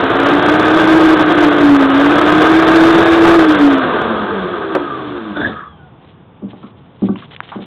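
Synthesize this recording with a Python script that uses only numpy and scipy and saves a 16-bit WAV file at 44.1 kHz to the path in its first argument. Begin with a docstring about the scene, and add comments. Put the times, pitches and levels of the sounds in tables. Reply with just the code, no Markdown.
"""Blender churning an icy drink

In a small kitchen a blender hums and roars as its blades hit ice, its speed sagging and recovering
with the load. Switched off, it winds down with whining bearings; the jar scrapes off the coupling,
then bumps, clicks and rustles as it is carried. The close, narrow-band microphone overloads on peaks."""
import sys
import numpy as np
from scipy import signal
from scipy.fft import rfft, irfft, next_fast_len
from scipy.io import wavfile
from scipy.ndimage import uniform_filter1d

SR = 44100
rng = np.random.default_rng(int(sys.argv[2]) if len(sys.argv) > 2 else 0)


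def wav_record(signal):
    """Record a signal, one row per channel, as 16-bit PCM in the file named by sys.argv[1]."""
    frames = np.transpose(np.atleast_2d(signal))
    bounded = np.clip(frames, -1, 1)
    # unit amplitude maps onto the largest positive 16-bit level
    quanta = np.round(bounded * 32767).astype(np.int16)
    wavfile.write(sys.argv[1], SR, quanta)


N = 337800
TIME = np.arange(N) / SR


def from_db(db):
    """Decibels to gain."""
    return 10 ** (np.asarray(db) / 20)


def rms_one(x):
    """Scale to rms 1."""
    return x / np.sqrt(np.mean(x ** 2) + 1e-20)


def arch(start, length):
    """A half-sine fade in and out."""
    return np.sin(np.pi * np.clip((TIME - start) / length, 0, 1))


def drift(rate_hz):
    """A smooth random modulator of rms 1."""
    hop, settle = 40, 2000
    pole = np.exp(-2 * np.pi * rate_hz * hop / SR)
    noise = rng.standard_normal(N // hop + settle + 2)
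    slow = signal.lfilter([1], [1, -2 * pole, pole * pole], noise)[settle:]
    return np.interp(np.arange(N) / hop, np.arange(len(slow)), rms_one(slow))


def butter(x, hz, kind, order=2):
    """Causal Butterworth filter."""
    return signal.sosfilt(signal.butter(order, hz, kind, fs=SR, output="sos"), x + 1e-18)


def colour(x, spectrum):
    """Apply an EQ curve that rolls off beyond its ends; the result has rms 1."""
    size = next_fast_len(N)
    hz, db = np.transpose(spectrum)
    f = np.arange(size // 2 + 1) * SR / size + 1e-3
    curve = from_db(np.interp(np.log(f), np.log(hz), db))
    roll_off = np.minimum(1, np.minimum(f / hz[0], hz[-1] / f)) ** 2
    return rms_one(irfft(rfft(x, size) * curve * roll_off, size)[:N])


def resonate(x, peaks):
    """Boost or cut at each (centre [Hz], width [Hz], gain [dB])."""
    for hz, width, db in peaks:
        x = x + (from_db(db) - 1) * signal.lfilter(*signal.iirpeak(hz, hz / width, fs=SR), x)
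    return x


def ring(push, hz, t60):
    """One mode: a unit impulse starts a dying sine of height 1."""
    r, w = from_db(-60 / (t60 * SR)), 2 * np.pi * hz / SR
    return signal.lfilter([0, np.sin(w)], [1, -2 * r * np.cos(w), r * r], push + 1e-18)


def impacts(per_s, spread_db):
    """A hail of small random hits of uneven size."""
    sizes = from_db(spread_db * np.minimum(rng.exponential(1, N), 4)) * rng.choice([-1, 1], N)
    return rms_one(sizes * (rng.random(N) < per_s / SR))


def kitchen(x, send_db, t60=0.21):
    """Add a short, dark, diffuse tail off the walls."""
    t = np.arange(SR // 2) / SR
    tail = butter(rng.standard_normal(len(t)), 3000, "low") * from_db(-60 * t / t60) * (t > .005)
    wet = signal.fftconvolve(x, tail / np.sqrt(np.sum(tail ** 2)))[:N] * np.sqrt(6000 / SR)
    return x + from_db(send_db) * wet


# EQ of the quiet kitchen: (frequency [Hz], level [dB])
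ROOM_EQ = [(15, -51.5), (25, -32), (54, -13.5), (92, -1), (169, 1), (200, -5.5), (536, -12.5), (584, -20.5),
           (623, -14), (936, -14), (2070, -30), (3610, -29.5), (4200, -60), (5460, -73), (9240, -120)]

def room_tone(level_db):
    """A steady bed of low, dull noise."""
    return from_db(level_db) * colour(rng.standard_normal(N), ROOM_EQ)


# EQ of the friction: (frequency [Hz], level [dB])
RUSTLE_EQ = [(50, -22), (120, 9), (250, 4), (500, 3), (1200, -1), (1900, -1), (2600, -1.5), (3100, 2.5),
             (3600, 1), (4000, -3), (4500, -2)]
# Strokes of hand and clothes near the microphone: (time [s], length [s], level [dB])
HAND_STROKES = [(5.998, 0.15, -56), (6.484, 0.23, -50), (6.768, 0.045, -53), (7.008, 0.085, -46.5),
                (7.168, .093, -40), (7.307, 0.043, -38.5), (7.43, 0.078, -36), (7.508, .083, -43.5),
                (7.605, .062, -42)]

def rustle(grain_db, fade_s, carry_s=6.64, carry_grows_s=0.28):
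    """Short strokes of grainy friction over a faint rubbing that grows as the jar is carried."""
    strokes = 0
    for start, length, db in HAND_STROKES:
        inside_s = np.minimum(TIME - start, start + length - TIME)
        strokes = strokes + from_db(db) * np.clip(inside_s / fade_s + .5, 0, 1)
    rubbing = from_db(-55.5) * np.clip((TIME - carry_s) / carry_grows_s, 0, 1) ** 2
    friction = colour(impacts(per_s=5100, spread_db=5.0), RUSTLE_EQ)
    return (strokes + rubbing) * friction * from_db(grain_db * drift(23))


# Sharp plastic clicks: (time [s], level [dB], pitch [Hz], t60 [s], half bandwidth [octaves])
PLASTIC_CLICKS = [(4.749, -9, 1270, 0.042, 0.62), (4.75, -6, 480, 0.15, 0.79),
                  (6.627, -37.5, 1160, .3, 0.15), (7.157, -19, 1090, 0.015, .38),
                  (7.159, -27.5, 2850, 0.015, 0.1), (7.222, -27.5, 1230, 0.063, 0.24),
                  (7.3631, -20.5, 2260, 0.012, .55), (7.404, -6.5, 1190, .0016, 0.5),
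                  (7.517, -25, 1040, 0.22, .41)]

def clicks(snap):
    """Each click is a snap and a quickly dying crack around one broad pitch."""
    out, t = np.zeros(N), np.arange(SR // 4) / SR
    for start, db, hz, t60, half_width in PLASTIC_CLICKS:
        low, high = hz / 2 ** half_width, hz * 2 ** half_width
        crack = rng.standard_normal(len(t)) * from_db(-60 * t / t60)
        crack[0] = snap
        makeup = np.sqrt(SR / np.pi / (high - low))
        click = butter(crack, [low, high], "band") * from_db(db) * makeup
        at = int(start * SR)
        out[at:at + len(t)] += click[:N - at]
    return out


# Modes of the full jar: (pitch [Hz], level [dB], t60 [s])
JAR_MODES = [(115, -21, 0.41), (152, -13, .15), (200, -0.5, 0.1), (238.4, -5.5, 0.21), (284, -3, 0.18),
             (368.6, -3, 0.11), (451, -9.5, 0.12), (592, -1, 0.027), (796, -1.5, 0.03), (1170, 1, 0.024),
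             (1530, -11, .05)]
# Bumps on the jar, duller for a softer contact: (time [s], level [dB], cut-off [Hz])
JAR_BUMPS = [(6.421, -21.5, 330), (6.436, -16.5, 265), (6.531, -29.5, 900), (6.633, -26, 380),
             (7.019, -4.5, 212), (7.035, -9, 300), (7.086, -22, 2020), (7.091, -9, 310), (7.123, -24, 250),
             (7.555, -19.5, 450), (7.588, -22, 600)]

def bumps(scatter_db):
    """Soft contacts wake the low modes of the jar, hard ones all of them; it radiates no deep bass."""
    out, tap = np.zeros(N), signal.unit_impulse(SR // 3)
    for start, db, cutoff_hz in JAR_BUMPS:
        push = butter(tap, cutoff_hz, "low")
        modes = sum((-1) ** k * ring(push, hz, t60) * from_db(mode_db + rng.normal(0, scatter_db))
                    for k, (hz, mode_db, t60) in enumerate(JAR_MODES))
        at = int(start * SR)
        out[at:at + len(tap)] += from_db(db) * modes[:N - at]
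    return butter(out, 85, "high")


def rattle(level_db, hz=334.8, width_hz=17.6):
    """Small knocks on its seat keep the jar ringing just above the hum, so that the two beat."""
    knocks = impacts(per_s=230, spread_db=2.5)
    ringing = rms_one(butter(knocks, [hz - width_hz / 2, hz + width_hz / 2], "band"))
    return from_db(level_db) * arch(start=0.72, length=1) * ringing


# Resonances and hollows of jar, housing and room: (centre [Hz], width [Hz], gain [dB])
TIMBRE_EQ = [(179, 24, 2), (284, 20, 6), (340.4, 22, 9), (447, 28, 5), (475.6, 15, -6), (642, 5.4, 6.5),
             (740, 66, 3.5), (827, 150, -4.5), (876, 8.7, 8), (1144, 18, 2.5), (1253, 61, 4),
             (1352, 130, -3.5), (1503, 32, 3.5), (1583, 40, 6), (1797, 70, 4)]

def timbre(x, slosh_db=0):
    """Jar, housing and room colour a sound; sloshing damps and frees each resonance."""
    peaks = [(hz, width, db + slosh_db * drift(7.5) if slosh_db else db) for hz, width, db in TIMBRE_EQ]
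    return rms_one(resonate(x, peaks))


# Squeals of the coupling: (time [s], length [s], level [dB], start pitch [Hz], end pitch [Hz])
SQUEAL_GLIDES = [(5.344, .14, -19, 1380, 1697), (5.474, 0.19, -37.5, 1686, 1676),
                 (5.477, 0.23, -29.5, 1297, 1167)]

def squeals(roughness, flutter_db):
    """Stick and slip: short glides of unsteady pitch and strength."""
    out = 0
    for start, length, db, start_hz, end_hz in SQUEAL_GLIDES:
        glide = np.interp(TIME, [start, start + length], [start_hz, end_hz])
        hz = glide * (1 + roughness * drift(155))
        envelope = arch(start, length) * from_db(db + flutter_db * drift(60))
        out = out + envelope * np.sin(2 * np.pi * np.cumsum(hz) / SR)
    return out


def coupling(level_db, scrape_db, contact_s=5.37, hold_s=0.11):
    """The spinning coupling slips, scraping and juddering the jar as it is lifted."""
    slips = impacts(per_s=530, spread_db=2.5)
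    judder = timbre(butter(slips, [70, 680], "band"))
    scrape = from_db(scrape_db) * rms_one(butter(slips, [3420, 3620], "band", order=1))
    t = TIME - contact_s
    attack_db_per_s, release_db_per_s = 601.5, 304
    envelope_db = attack_db_per_s * np.minimum(t, 0) - release_db_per_s * np.maximum(t - hold_s, 0)
    return (judder + scrape) * from_db(level_db + envelope_db)


def lifted(start_s=5.54, length_s=0.18):
    """0 with the jar seated, 1 once it is clear of the base."""
    return np.clip((TIME - start_s) / length_s, 0, 1)


# The motor sagging and recovering under load: (time [s], shaft speed [Hz])
POWERED_SPEED = [(0, 262), (.44, 301), (.7, 314), (.98, 321), (1.35, 303), (1.63, 291), (1.88, 269),
                 (2.26, 306), (2.5, 320), (2.95, 332), (3.34, 334)]

def shaft_speed(off_s=3.34, drag_s=2.65, friction_hz_per_s=40):
    """Turns per second: wavering under power, then braked by the drink's drag and steady friction."""
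    powered = np.interp(TIME, *np.transpose(POWERED_SPEED))
    decay = np.exp(-np.maximum(TIME - off_s, 0) / drag_s)
    friction_hz = friction_hz_per_s * drag_s
    return np.maximum((powered + friction_hz) * decay - friction_hz, 1)


def octaves(speed, nominal_hz=300):
    """Octaves above nominal speed."""
    return np.log2(speed / nominal_hz)


def pull(speed):
    """1 while the motor gains speed hard, -1 while it loses it fast."""
    hz_per_s = uniform_filter1d(np.gradient(speed) * SR, size=SR // 5)
    return np.clip(hz_per_s / 85, -1, 1)


def vortex(speed):
    """1 when the blades are fast enough to whirl the whole drink, 0 when they only stir it."""
    return np.clip((speed - 220) / 60, 0, 1)


def shaft_angle(speed, jitter):
    """Angle of a shaft that the uneven load jostles."""
    return 2 * np.pi * np.cumsum(speed * (1 + jitter * drift(14.05))) / SR


def shaft_tones(speed, partials, flutter_db, jitter):
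    """Wavering tones locked to the shaft, faded out towards 5 kHz."""
    angle = shaft_angle(speed, jitter)
    tones = 0
    for multiple, db in partials:
        top_fade = np.clip((5000 - multiple * speed) / 500, 0, 1)
        tones = tones + from_db(db + flutter_db * drift(11.0)) * np.sin(multiple * angle) * top_fade
    return tones


# Bearing tones, each sung by one panel of the housing:
# (pitch [x shaft speed], level [dB], panel centre [Hz], panel width [Hz])
BEARING_TONES = [(6.1, -23.5, 1400, 190), (8.63, -13, 1185, 130), (11.5, -21.5, 770, 110),
                 (22, -23.5, 1490, 170), (45, -29, 3260, 290)]

def bearings(speed, rasp_db, db_per_octave=12.5):
    """Each rough, falling whine stands out while it crosses its panel's resonance."""
    whine = 0
    for multiple, db, hz, width in BEARING_TONES:
        tone = shaft_tones(speed, [(multiple, db)], flutter_db=1.5, jitter=.01)
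        whine = whine + butter(tone, [hz - width / 2, hz + width / 2], "band")
    return whine * from_db(db_per_octave * octaves(speed) + rasp_db * drift(54))


# Low drone of the rotor: (pitch [x shaft speed], level [dB])
ROTOR_TONES = [(1, -4.5), (2.002, -10), (2.401, -10), (2.997, -9.5)]

def rotor(speed, db_per_octave=5.5, vortex_db=-6, lift_db=-22):
    """The base radiates mainly the low-mid rotor tones, which swell falling through its resonances."""
    level_db = -23.5 + db_per_octave * octaves(speed) + vortex_db * vortex(speed) + lift_db * lifted()
    tones = shaft_tones(speed, ROTOR_TONES, flutter_db=4.0, jitter=0.01379) * from_db(level_db)
    low_mids = butter(butter(tones, 180, "high", order=3), 420, "low")
    return resonate(low_mids, [(323, 54, 15.9), (71, 2.33, 33.3)])


# Rough overtones of the loaded blades: (pitch [x shaft speed], level [dB])
BLADE_TONES = [(2, -26), (4, -32.5), (5, -24.5), (7, -35), (11, -34)]

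def blades(speed, rasp_db):
    """A ragged whine that grows with speed and drops out early in the wind-down."""
    tones = shaft_tones(speed, BLADE_TONES, flutter_db=2.0, jitter=0.01218)
    return tones * from_db(rasp_db * drift(90)) * np.clip((speed - 230) / 80, 0, 1)


# How strongly the base answers the unbalanced shaft: (shaft speed [Hz], level [dB])
HUM_RESPONSE = [(150, -79.5), (225, -41), (256, -26), (272, -12), (283, -8), (300, -14), (316, -11.5),
                (327, -7), (336, -8)]

def hum(speed, flutter_db, pull_db, cage_db, start_db=-9, build_s=0.62):
    """The shaft shakes the base once a turn, more when slack; a bearing-cage tone beats against it."""
    response_db = np.interp(speed, *np.transpose(HUM_RESPONSE))
    fade_in_db = start_db * np.maximum(1 - TIME / build_s, 0)
    level_db = response_db + fade_in_db + pull_db * pull(speed) + flutter_db * drift(9.9)
    shaft = from_db(level_db) * np.sin(shaft_angle(speed, jitter=0.00592))
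    cage = shaft_tones(speed, [(1.2, cage_db)], flutter_db=0, jitter=0.00594)
    cage = signal.lfilter(*signal.iirpeak(342, Q=9, fs=SR), cage)
    return np.sqrt(2) * (shaft + vortex(speed) * cage)


# EQs of the whirling drink, the stirred drink and the gritty top: (frequency [Hz], level [dB])
WHIRL_EQ = [(25, -31.5), (60, -8), (110, -3.5), (180, -0.5), (250, -2), (450, 4.5), (560, 1.5), (720, 3),
            (850, 0.5), (1300, 2.5), (1650, -2.5), (2000, -15.5), (2600, -24.5)]
STIR_EQ = [(25, -41), (70, 0), (130, -5), (200, 6), (300, 0.5), (450, 8), (600, 3.5), (850, 2.5),
           (1200, 6.5), (1650, 0), (2000, -18), (2600, -45.5)]
GRIT_EQ = [(1500, -26), (2000, -1.5), (2500, -0.5), (3000, -1), (3500, 2), (3900, -3), (4500, 0)]
# Swells as ice crowds the blades, dips as they run free: (centre time [s], length [s], gain [dB])
ICE_SWELLS = [(.35, 1.0, 0.07), (1.4, 0.56, 1), (1.73, 0.14, -1.5), (2.347, 0.31, 1), (2.99, 0.091, 2.5),
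              (3.204, .07, -4), (3.307, 0.22, 2), (3.378, .03, -7), (3.69, 0.096, -2), (3.998, 0.65, 1.5)]

def churn(speed, surge_db, slosh_db, throb, pull_db=1.0, lift_db=-18):
    """Blades hit ice and froth in surges, louder with speed and a little harder once a turn."""
    whirl = vortex(speed)
    surges = from_db(surge_db * np.minimum(drift(38), 2) * (1 + whirl) / 2)
    once_a_turn = 1 + throb * np.sin(shaft_angle(speed, jitter=0.0089))
    stop_fade = np.minimum(1, speed / 30) ** 2
    per_s = 30 * speed + 4000
    hits = rms_one(impacts(per_s, spread_db=0.5) / np.sqrt(per_s))  # even level at any density
    hits = hits * surges * once_a_turn * stop_fade

    slush = timbre(whirl * colour(hits, WHIRL_EQ) + (1 - whirl) * colour(hits, STIR_EQ), slosh_db)
    grinding = colour(hits, GRIT_EQ)
    housing = rms_one(resonate(grinding, [(3380, 330, 3.5)]))  # its ring stands out as grinding fades
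    grit = whirl * grinding + (1 - whirl) * housing

    swells_db = sum(db * arch(centre - length / 2, length) for centre, length, db in ICE_SWELLS)
    load_db = pull_db * pull(speed) + lift_db * lifted() + swells_db
    slush_db = -12.5 + 11 * octaves(speed) + load_db
    grit_db = -28.5 + 7.5 * octaves(speed) + 3 * whirl + load_db
    return slush * from_db(slush_db) + grit * from_db(grit_db)


def scene():
    """Mono mix of kitchen, handling, jar, motor and drink; one shaft speed drives the last two."""
    speed = shaft_speed()
    motor = hum(speed, flutter_db=1.5, pull_db=-1.5, cage_db=-23.0) + blades(speed, rasp_db=3.5)
    motor += kitchen(rotor(speed) + bearings(speed, rasp_db=1.0), send_db=-2)
    drink = churn(speed, surge_db=1.5, slosh_db=0.46, throb=0.2)
    contacts = bumps(scatter_db=1.5) + coupling(level_db=-22, scrape_db=-12)
    contacts += squeals(roughness=0.071, flutter_db=4.5)
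    jar = kitchen(contacts, send_db=-3.0) + rattle(level_db=-15)
    handling = kitchen(clicks(snap=3.3), send_db=-20.5) + rustle(grain_db=3.5, fade_s=0.01)
    return (room_tone(level_db=-42) + handling + jar + motor + drink)[None]


def record(dry):
    """The microphone cuts the treble like a telephone; overload flattens the peaks and adds fizz."""
    edge_hz, stop_hz, overload, fizz_top_hz = 3867, 5000, 0.74, 15800
    narrow = butter(dry, edge_hz, "low", order=14)
    narrow = signal.sosfilt(signal.cheby2(12, 60, stop_hz, fs=SR, output="sos"), narrow)
    flattened = np.clip(narrow, -overload, overload)
    return signal.sosfilt(signal.ellip(10, .1, 80, fizz_top_hz, fs=SR, output="sos"), flattened)


dry = scene()
out = record(dry)
wav_record(out)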